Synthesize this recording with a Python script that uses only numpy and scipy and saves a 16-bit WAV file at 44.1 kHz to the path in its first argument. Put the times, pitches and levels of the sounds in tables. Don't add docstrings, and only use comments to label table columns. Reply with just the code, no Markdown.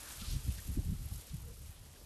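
import sys
import numpy as np
from scipy import signal
from scipy.fft import rfft, irfft
from scipy.io import wavfile
from scipy.ndimage import uniform_filter1d

SR = 44100
rng = np.random.default_rng(int(sys.argv[2]) if len(sys.argv) > 2 else 0)


def digitize_waveform(pressure):
    field = np.atleast_2d(pressure).T
    bounded = np.clip(field, -1, 1)
    quanta = np.round(bounded * 32767).astype(np.int16)
    wavfile.write(sys.argv[1], SR, quanta)


N = 90404


def undb(db):
    return 10 ** (np.asarray(db) / 20)


def unit(x):
    return x / np.sqrt(np.mean(x ** 2) + 1e-20)


def clock():
    return np.arange(N) / SR


def curve(rows):
    return np.interp(clock(), *np.array(rows, float).T)


def colour(x, points):
    hz, db = np.array(points, float).T
    freqs = np.maximum(np.arange(N // 2 + 1) * SR / N, 1)
    gain = undb(np.interp(np.log(freqs), np.log(hz), db))
    return unit(irfft(rfft(x) * gain, N))


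def band(x, hz, width_hz):
    freqs = np.maximum(np.arange(N // 2 + 1) * SR / N, 1)
    detuning = (freqs ** 2 - hz ** 2) / (2 * freqs * width_hz)
    return unit(irfft(rfft(x) / (1 + 2 * detuning ** 2), N))


def wander(per_s):
    hold = max(int(SR / per_s), 1)
    steps = np.repeat(rng.standard_normal(N // hold + 1), hold)
    return unit(uniform_filter1d(steps, hold)[:N])


def impacts(per_s, scatter_db):
    size = undb(scatter_db * np.minimum(rng.exponential(size=N), 5))
    return (rng.random(N) < per_s / SR) * size * np.sign(rng.standard_normal(N))


def burst(x, at, length, db):
    bell = np.exp(-2 * ((clock() - at) / length) ** 2)
    return undb(db) * unit(x * bell) * np.sqrt(np.mean(bell ** 2))


def eddy_train(hz, half_cycles=0.42, scatter_db=2.5):
    spacing, reach = 2 * half_cycles * SR / hz, int(2 * SR / hz)
    train = np.zeros(N)
    for k, (late, size, turn, stretch) in enumerate(rng.standard_normal((int(N / spacing) + 2, 4))):
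        centre = int((k + late / 4) * spacing)
        span = np.arange(max(centre - reach, 0), min(centre + reach, N))
        cycles = (span - centre) / SR * hz * np.exp(0.092 * stretch)
        bell = np.exp(-(cycles / half_cycles) ** 2)
        train[span] += undb(scatter_db * size) * bell * np.sin(2 * np.pi * (cycles + turn))
    return train


# time in seconds, level in dB.
GUST_LEVELS = [(0.0, -54), (0.08, -63.5), (0.11, -51), (0.15, -62), (0.22, -46), (0.25, -45), (0.3, -40.5),
               (0.32, -43), (0.37, -33), (0.43, -55), (0.49, -31), (0.51, -37), (0.53, -46), (0.55, -46.5),
               (0.59, -42.5), (0.64, -58.5), (0.69, -35.5), (0.72, -33.5), (0.75, -51), (0.79, -27.5),
               (0.82, -42), (0.85, -46.5), (0.89, -33.5), (0.95, -34), (0.98, -49), (1.0, -41),
               (1.08, -41.5), (1.1, -53.5), (1.13, -38.5), (1.19, -46.5), (1.22, -61), (1.31, -51.5),
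               (1.35, -38), (1.38, -42), (1.4, -46.5), (1.51, -44.5), (1.56, -54.5), (1.59, -50),
               (1.66, -46), (1.68, -56), (1.7, -46), (1.74, -61), (1.81, -51.5), (2.02, -59.5),
               (2.05, -49.5)]
# frequency in Hz, relative level in a strong gust in dB,
# lead on the gust in seconds.
EDDY_SIZES = [(35.7, -5, 0.024), (58.03, -2.5, 0.003), (104.02, -7, 0.0053), (191.6, -15, 0.0123),
              (321.6, -31.5, 0.0014)]


def wind(level_db=-34.5, strong_gust_db=-34.5, knee_hz=105, growth_per_octave=0.56, low_cut_hz=29.6):
    gust_db = curve(GUST_LEVELS) - strong_gust_db
    rumble = np.zeros(N)
    for hz, db, lead in EDDY_SIZES:
        growth = 1 + growth_per_octave * max(np.log2(hz / knee_hz), 0)
        ahead_db = np.interp(clock() + lead, clock(), gust_db)
        rumble += band(eddy_train(hz), hz, hz) * undb(level_db + db + growth * ahead_db)
    return signal.sosfilt(signal.butter(2, low_cut_hz, "high", fs=SR, output="sos"), rumble)


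# frequency in Hz, relative gain in dB.
CURRENT_EQ = [(88, -17), (150, -13), (177, -3), (588, -8), (721, -9.5), (791, -9), (1080, -10),
              (1260, -10.5), (2110, -14.5), (2490, -11.5), (12400, -12.5), (16100, -40), (22000, -120)]


def current(level_db=-61.5, flicker_db=1.75):
    wash = np.zeros(N)
    for hz in np.geomspace(150, 18000, 12):
        hiss = np.sqrt(hz) * band(rng.standard_normal(N), hz, hz / 2)
        wash += hiss * undb(flicker_db * wander(per_s=21.73))
    return undb(level_db) * colour(wash, CURRENT_EQ)


def bubbles(level_db=-72.5, per_s=220):
    fizz = np.zeros(N)
    for when, pitch, size in rng.random((int(per_s * N / SR), 3)):
        hz, start = 380 * 11 ** pitch, int(when * N)
        cycles = np.arange(min(int(30 * SR / hz), N - start)) * hz / SR
        chirp = np.sin(2 * np.pi * cycles * (1 + 0.0056 * cycles))
        fizz[start:start + len(cycles)] += undb(22 * size ** 2) * np.exp(-cycles / 5) * chirp
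    return undb(level_db) * unit(fizz)


# time in seconds, level in dB.
SPRAY_LEVELS = [(0, -51.5), (.11, -48), (.18, -51), (.32, -50.5), (.42, -53), (.58, -52), (.72, -56),
                (.9, -59), (1.3, -57), (1.6, -75), (2.05, -86)]
# frequency in Hz, relative gain in dB.
SPRAY_EQ = [(300, 4), (700, -2.5), (1500, -1), (2300, -0.5), (3600, 1.5), (6000, 1), (8000, 1.5),
            (10000, 0.5), (12400, 1.5)]
DROPS_PER_S, DROP_SCATTER_DB = 8000, 2


def spray():
    return colour(impacts(DROPS_PER_S, DROP_SCATTER_DB), SPRAY_EQ) * undb(curve(SPRAY_LEVELS))


# time in seconds, level in dB.
GRASS_LEVELS = [(0, -50.5), (.5, -52), (.71, -51), (.79, -54), (.88, -55.5), (1.03, -56), (1.13, -51.5),
                (1.22, -51), (1.26, -55), (1.41, -53), (1.48, -57.5), (1.66, -55), (1.8, -61.5),
                (2.05, -61)]
# frequency in Hz, relative gain in dB.
GRASS_EQ = [(1000, -25), (2500, -10.5), (4000, -10), (6000, -7), (8000, -4.5), (10000, -4), (12000, 2)]


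def grass(flutter_db=6):
    rubs = colour(impacts(per_s=5400, scatter_db=3.5), GRASS_EQ)
    flutter = undb(flutter_db * np.tanh(wander(per_s=120)))
    return unit(rubs * flutter) * undb(curve(GRASS_LEVELS))


# peak time and length in seconds, centre and width in Hz, level in dB.
STALK_TICKS = [(.0315, 0.0031, 10300, 800, -46.5), (.643, 0.0037, 12100, 2000, -59),
               (.719, .006, 12100, 2000, -51), (.744, 0.0064, 10400, 5000, -52),
               (1.0595, 0.0044, 11340, 800, -50), (1.132, .007, 11400, 2500, -52),
               (1.161, .006, 9000, 7000, -51), (1.18, 0.0035, 10900, 3000, -48.5),
               (1.299, 0.0079, 4460, 2000, -57)]


def stalk_ticks():
    return sum(burst(band(rng.standard_normal(N), hz, width), at, length, db)
               for at, length, hz, width, db in STALK_TICKS)


# peak time and length in seconds, centre and width in Hz, level in dB.
LINE_SPLASHES = [(0.082, 0.21, 1200, 900, -62.5), (.12, 0.035, 7400, 4000, -54),
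                 (0.212, 0.023, 3640, 2320, -49.5), (0.251, 0.022, 3760, 2200, -51.5),
                 (0.31, 0.073, 4420, 2840, -49.5), (.508, 0.013, 2900, 690, -58),
                 (0.583, 0.015, 4000, 2000, -57), (1.16, 0.18, 4100, 2500, -69)]


def splashes():
    return sum(burst(band(impacts(DROPS_PER_S, DROP_SCATTER_DB), hz, width), at, length, db)
               for at, length, hz, width, db in LINE_SPLASHES)


# peak time and length in seconds, first pitch, last pitch and
# width in Hz, level in dB.
LINE_SWISHES = [(0.093, .11, 1650, 1572, 516, -62), (0.239, 0.079, 1467, 1057, 250.4, -61.5)]


def line_swish():
    swishes = np.zeros(N)
    for at, length, first_hz, last_hz, width, db in LINE_SWISHES:
        hz = curve([(at - length / 2, first_hz), (at + length / 2, last_hz)])
        phase = 2 * np.pi * np.cumsum(hz) / SR
        whistle = wander(width) * np.cos(phase) + wander(width) * np.sin(phase)
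        swishes += burst(whistle, at, length, db)
    return swishes


# peak time and length in seconds, pitch in Hz, level in dB.
EDDY_SLAPS = [(0.223, 0.0074, 185.3, -42.5), (0.481, 0.0075, 240, -41), (0.496, 0.027, 62, -28.5),
              (0.708, 0.041, 65.8, -36.5), (0.777, 0.0065, 269.4, -35.5), (.809, .012, 290, -50.5),
              (0.926, 0.011, 179.7, -36.5), (1.345, .014, 150, -40), (1.37, 0.032, 57.73, -39.5)]


def eddy_slaps():
    return sum(burst(np.sin(2 * np.pi * (hz * clock() + rng.random())), at, length, db)
               for at, length, hz, db in EDDY_SLAPS)


# peak time and length in seconds, pitch and width in Hz, level in dB.
WATER_PLOPS = [(.592, 0.011, 1770, 300, -55.5), (1.48, 0.067, 470, 45, -62.5),
               (1.963, 0.004, 1630, 120, -61.5), (2.0, 0.083, 424, 300, -66)]


def plops():
    return sum(burst(band(rng.standard_normal(N), hz, width), at, length, db)
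               for at, length, hz, width, db in WATER_PLOPS)


def scene():
    bed = wind() + current() + bubbles() + spray() + grass()
    accents = stalk_ticks() + splashes() + line_swish() + eddy_slaps() + plops()
    return (bed + accents)[None]


def record(dry, high_cut_hz=12400):
    return signal.sosfilt(signal.ellip(12, .2, 70, high_cut_hz, fs=SR, output="sos"), dry)


dry = scene()
out = record(dry)
digitize_waveform(out)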